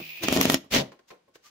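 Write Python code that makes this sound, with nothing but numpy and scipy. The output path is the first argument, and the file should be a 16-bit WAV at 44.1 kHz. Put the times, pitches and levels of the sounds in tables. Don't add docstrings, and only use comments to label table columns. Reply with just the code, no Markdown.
import sys
import numpy as np
from scipy import signal
from scipy.fft import rfft, irfft, next_fast_len
from scipy.io import wavfile
from scipy.ndimage import map_coordinates

SR = 44100
rng = np.random.default_rng(int(sys.argv[2]) if len(sys.argv) > 2 else 0)


def generate_wav(sig):
    pcm = np.round(np.clip(np.atleast_2d(sig).T, -1, 1) * 32767).astype(np.int16)
    wavfile.write(sys.argv[1], SR, pcm)


N = 66150

# (f/Hz, level/dB)
ROOM_TONE_EQ = [(50, -11.5), (200, -4.5), (1000, -11), (5000, -18), (15000, -34.5)]
# (f/Hz, t60/s)
ROOM_DECAY = [(100, .3), (300, .37), (4000, .32), (15000, .2)]
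# (f/Hz, left-right correlation)
STEREO_LIKENESS = [(120, 0.94), (260, 0.96), (600, 0.062), (5000, 0.036)]
# (f/Hz, left minus right/dB)
STEREO_BALANCE = [(1000, 0.63), (2300, -2.5), (4800, 3.5), (12000, -1.5)]

# (peak t/s, width/s, level/dB)
SLIDES = [(1.092, 0.0088, -56), (1.357, 0.009, -56.5), (1.466, 0.02, -54)]
# (f/Hz, level/dB)
SLIDE_EQ = [(200, -24), (1100, -12), (1700, -12), (6500, -10.5), (9000, -24), (15000, -22)]
# (t/s, thud/dB, click/dB, thud t60/s)
KNOCK_HITS = [(0.917, -43, -44.5, 0.11), (0.99, -51, -51, 0.072), (1.102, -40.5, -40.5, 0.15),
              (1.279, -51.5, -72, 0.077), (1.3548, -44, -41, 0.04)]
# (f/Hz, level/dB)
THUD_EQ = [(90, -27.5), (230, -6.5), (500, 0), (1200, -18), (5000, -36.5)]
# (f/Hz, level/dB)
CLICK_EQ = [(600, -8.5), (1500, 7), (6500, -6.5), (9000, -23)]

# (f/Hz, level/dB, t60/s)
DOOR_MODES = [(196, -8, .3), (264, 2, .15), (336, -4, .17), (400, -9, .24), (422, -10, .22), (540, -9, .14),
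              (608, -6, .13), (1010, -16, .1), (1333, -17, .09)]
# (t/s, level/dB)
BUMP_HITS = [(0, -35.5), (0.642, -47.5)]
# (f/Hz, level/dB)
RUMBLE_EQ = [(30, -25.5), (85, -3), (240, -3), (450, -7.5), (650, -7.5), (1000, -15), (3000, -38.5)]

# (t/s, gear noise/dB, mesh tone/dB)
MOTOR_FADERS = [(0, -42, -61), (.13, -42.5, -44), (.21, -44.5, -48.5), (.28, -32.5, -42),
                (.55, -57.5, -55.5), (.6, -86, -79.5)]
# (f/Hz, level/dB)
GEAR_EQ = [(130, -49.5), (330, -19.5), (1550, -26), (2100, -11.5), (2500, 0), (3100, -11.5), (4800, -17.5),
           (9200, -36), (11700, -28.5), (15300, -25)]
# (f/Hz, level/dB)
STRAIN_PARTIALS = [(3149, -41), (3348, -45)]

# (t/s, skid/dB, door rumble/dB)
RATTLE_FADERS = [(.695, -89, -77.5), (.71, -41, -43.5), (.726, -27, -31), (.75, -20.5, -21),
                 (.79, -24.5, -21.5), (.812, -31.5, -22), (.832, -48, -32.5), (.91, -93, -52.5)]
# (f/Hz, level/dB)
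SKID_EQ = [(400, -8), (1200, -12), (2000, -4.5), (3000, -3.5), (6300, -10), (8600, -22.5), (15000, -19.5)]
# (f/Hz, level/dB)
CHATTER_EQ = [(40, -24), (100, -3.5), (210, 5), (400, -8), (600, 0), (1100, -14), (3000, -41)]
# (t/s, door rumble/dB, scrape/dB, treble shelf/dB)
GRIND_FADERS = [(.19, -65.5, -78, -8), (.238, -27, -25.5, 0), (.268, -37, -38, -24.5),
                (.3, -26, -38.5, -7.5), (.342, -28, -26, 2.5), (.39, -19, -33, -7), (.43, -29.5, -26.5, 3),
                (.475, -26.5, -30.5, -9), (.525, -24, -28.5, 7), (.56, -30.5, -32, -13.5),
                (.585, -58.5, -50, -3)]
# (f/Hz, level/dB)
SCRAPE_EQ = [(590, -28), (1000, -1), (1560, -2), (3080, 4.5), (4650, -1), (6630, -1), (8340, -13),
             (11600, -5.5), (15500, -9)]

# (t/s, thump/dB, crack/dB, tick/dB, bit ring/dB)
SLIP_HITS = [(0.284, -20, -12, -26, -29.5), (0.3256, -19.5, -16.5, -19, -28), (0.364, -18.5, -21, -42, -46),
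             (0.372, -22, -15.5, -33, -28), (0.4115, -22, -8.5, -11.5, -19),
             (0.4539, -16.5, -14.5, -22, -31.5), (0.4987, -17, -7.5, -17.5, -31),
             (0.5428, -18, -9, -14.5, -14), (0.7425, -26, -23, -33.5, -28),
             (0.7471, -27.5, -13, -38, -33.5), (0.7636, -23, -16, -27, -41.5)]
# (f/Hz, level/dB)
THUMP_EQ = [(40, -28), (150, -2.5), (270, 9), (430, -4), (650, 1.5), (1100, -15.5), (4000, -28)]
# (f/Hz, level/dB)
CRACK_EQ = [(300, -25.5), (1200, 0.5), (1900, -5), (3200, 1.5), (4400, -8), (6700, -3), (9000, -17.5),
            (15000, -33)]
# (f/Hz, level/dB)
TICK_EQ = [(3000, -35), (8000, -12), (11500, 9.5), (15500, 1)]
# (f/Hz, level/dB, t60/s)
BIT_MODES = [(5530, 2, .011), (6770, -13, .02)]

HEAVY_RING_DB, LIGHT_RING_DB = -5, -10
HIT_ATTACK_S = .0004


def amp(db):
    return 10 ** (np.asarray(db) / 20)


def unit(x):
    return x / np.sqrt(np.mean(x ** 2) + 1e-20)


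def along(points, hz):
    freqs, values = np.transpose(points)
    return np.interp(np.log(hz + 1), np.log(freqs + 1), values)


def clock():
    return np.arange(N) / SR


def faders(rows):
    times, *columns = np.transpose(rows)
    return [amp(np.interp(clock(), times, db, left=-140, right=-140)) for db in columns]


def decay(t, t60):
    return np.exp(-np.log(1000) * t / t60)


def swell(at, width):
    return np.exp(-((clock() - at) / width) ** 2 / 2)


def bursts(times, dbs, t60, attack):
    age = np.maximum(clock() - np.asarray(times)[:, None], 0)
    return amp(dbs) @ (decay(age, t60) * (1 - np.exp(-age / attack)))


def wobble(rate):
    return map_coordinates(rng.standard_normal(N // 20), [clock() * rate], mode="wrap")


def flutter(depth_db, rate):
    return unit(amp(depth_db * wobble(rate)))


def tone(hz, wander_hz):
    return np.sqrt(2) * np.sin(2 * np.pi * np.cumsum(hz + wander_hz * wobble(120)) / SR)


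def filtered(x, response):
    size = 2 * next_fast_len(N)
    return irfft(rfft(x, size) * response(np.fft.rfftfreq(size, 1 / SR)), size)[..., :N]


def eq(x, points):
    def response(hz):
        gain = unit(amp(along(points, hz)))
        cepstrum = irfft(np.log(gain))
        cepstrum[1:len(hz) - 1] *= 2
        cepstrum[len(hz):] = 0
        return np.exp(rfft(cepstrum))
    return filtered(x, response)


def treble_shelf(x, gain, corner_hz=7700):
    return x + (gain - 1) * filtered(x, lambda hz: 1 - 1 / (1 + (hz / corner_hz) ** 8))


def convolve(x, tail):
    tail = np.atleast_2d(tail)
    tail = tail / np.linalg.norm(tail, axis=1, keepdims=True)
    return signal.fftconvolve(np.atleast_2d(x), tail, axes=1)[:, :N]


def spread(pair):
    def weights(hz):
        angle = np.arccos(along(STEREO_LIKENESS, hz)) / 2
        return np.array([np.cos(angle), np.sin(angle)])
    mid, side = filtered(np.array(pair), weights)
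    return np.array([mid + side, mid - side])


def noise():
    return spread(rng.standard_normal((2, N)))


def grains(shape=N, per_second=9000):
    contacts = rng.random(shape) < per_second / SR
    return unit(contacts * rng.standard_normal(shape))


def stereo_grains():
    return spread(grains((2, N)))


def room_tone():
    return amp(-73.5) * eq(noise(), ROOM_TONE_EQ)


def reverb(send, fade_in_s=.0027):
    hz, t, spectrum = signal.stft(noise()[:, :N // 2], SR, nperseg=256)
    spectrum = spectrum * decay(t, along(ROOM_DECAY, hz)[:, None])
    _, tail = signal.istft(spectrum, SR, nperseg=256)
    fade_in = np.minimum(np.arange(tail.shape[1]) / SR / fade_in_s, 1)
    return convolve(send, tail * fade_in)


def rustles():
    slide = sum(amp(db) * swell(at, width) for at, width, db in SLIDES)
    squeak = amp(-59) * swell(at=1.464, width=.013) * tone(1200, wander_hz=55)
    return slide * eq(stereo_grains(), SLIDE_EQ) + squeak


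def knocks(rise_per_t60=.066):
    hit = lambda at, db, t60: bursts([at], [db], t60, rise_per_t60 * t60)
    thuds = sum(hit(at, db, t60) for at, db, _, t60 in KNOCK_HITS)
    clicks = sum(hit(at, db, t60 / 2) for at, _, db, t60 in KNOCK_HITS)
    body = eq(noise(), THUD_EQ)
    shell = amp(-8) * tone(1065, wander_hz=29.1)
    return thuds * (body + shell) + eq(clicks * noise(), CLICK_EQ)


def drone():
    return amp(-51.5) * decay(clock(), t60=.55) * tone(160, wander_hz=2)


def door(force, colour, ring_db):
    t = clock()
    modes = sum(amp(db) * decay(t, t60) * np.cos(2 * np.pi * hz * t) for hz, db, t60 in DOOR_MODES)
    mid = eq(force, colour) + amp(ring_db) * convolve(force, modes)[0]
    reflections = rng.standard_normal(N) * decay(t, t60=.031)
    side = amp(-1.5) * convolve(mid, reflections)[0]
    return spread([mid, side])


def bumps():
    times, dbs = np.transpose(BUMP_HITS)
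    force = bursts(times, dbs, t60=.099, attack=HIT_ATTACK_S) * grains()
    return door(force, RUMBLE_EQ, LIGHT_RING_DB)


def groan():
    return amp(-32) * swell(at=.243, width=.014) * tone(332, wander_hz=15)


def motor(mesh_hz=2436, shaft_hz=78, pulse_db=2, whistle_hz=15090):
    gear_gain, mesh_gain = faders(MOTOR_FADERS)
    pulse = amp(pulse_db * (tone(shaft_hz, wander_hz=6) + wobble(150)) / 2)
    load = swell(at=.32, width=.03)
    whistle_gain = gear_gain * amp(-8) * np.clip((.31 - clock()) / .06, 0, 1)

    def whine(hz, wander_hz=12):
        return flutter(depth_db=2, rate=50) * tone(hz, wander_hz)

    def voice():
        mesh = mesh_gain * whine(mesh_hz)
        strain = load * sum(amp(db) * whine(hz) for hz, db in STRAIN_PARTIALS)
        return mesh + strain + whistle_gain * whine(whistle_hz, wander_hz=45)

    return pulse * (spread([voice(), voice()]) + gear_gain * eq(noise(), GEAR_EQ))


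def bit_rattle(wing_hz=124.2, ripple_db=5, peak_s=.75, dulling_db_per_s=104):
    skid_gain, rumble_gain = faders(RATTLE_FADERS)
    wings = np.cumsum(wing_hz * (1 + .15 * wobble(97))) / SR
    taps = unit(np.diff(np.floor(wings), prepend=0) * flutter(depth_db=1.2, rate=130))
    ripple = unit(amp(-ripple_db * (wings % 1)))
    skid = eq(skid_gain * ripple * stereo_grains(), SKID_EQ)
    treble_db = np.clip(-dulling_db_per_s * (clock() - peak_s), -10, 4)
    force = -rumble_gain * unit(taps + grains())
    return treble_shelf(skid, amp(treble_db)) + door(force, CHATTER_EQ, LIGHT_RING_DB) / 2


def bit_grind():
    rumble_gain, scrape_gain, treble_gain = faders(GRIND_FADERS)
    roughness = flutter(depth_db=1.2, rate=250)
    rumble = door(rumble_gain * grains(), RUMBLE_EQ, HEAVY_RING_DB) / 2
    scrape = eq(scrape_gain * roughness * stereo_grains(), SCRAPE_EQ)
    return rumble + treble_shelf(scrape, treble_gain)


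def bit_slips(plate_hz=1900, wander_hz=45, crack_t60=.011, crack_lag_s=.0003):
    times, thump_db, crack_db, tick_db, ring_db = np.transpose(SLIP_HITS)
    force = np.zeros(N)
    force[np.round(times * SR).astype(int)] = -amp(thump_db) * np.sqrt(SR * .004)
    hits = lambda dbs, t60: bursts(times + crack_lag_s, dbs, t60, HIT_ATTACK_S)
    bit = sum(amp(db) * tone(hz, wander_hz) * hits(ring_db, t60) for hz, db, t60 in BIT_MODES)
    plate = spread([tone(plate_hz, wander_hz) for _ in range(2)]) * hits(crack_db - 15, t60=.045)
    cracks = eq(noise() * hits(crack_db, crack_t60), CRACK_EQ)
    ticks = eq(noise() * hits(tick_db, crack_t60), TICK_EQ)
    return door(force, THUMP_EQ, HEAVY_RING_DB) + cracks + ticks + bit + plate


def scene():
    work = motor() + groan() + bit_slips() + bit_grind() + bit_rattle() + bumps() + drone()
    handling = knocks() + rustles()
    send = amp(-20.5) * work + amp(-10) * handling
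    return work + handling + reverb(send) + room_tone()


def record(dry, top_hz=15750):
    def response(hz):
        balance = amp(along(STEREO_BALANCE, hz) * np.array([[.5], [-.5]]))
        return balance / np.sqrt(1 + (hz / top_hz) ** 360)
    return filtered(dry, response)


dry = scene()
out = record(dry)
generate_wav(out)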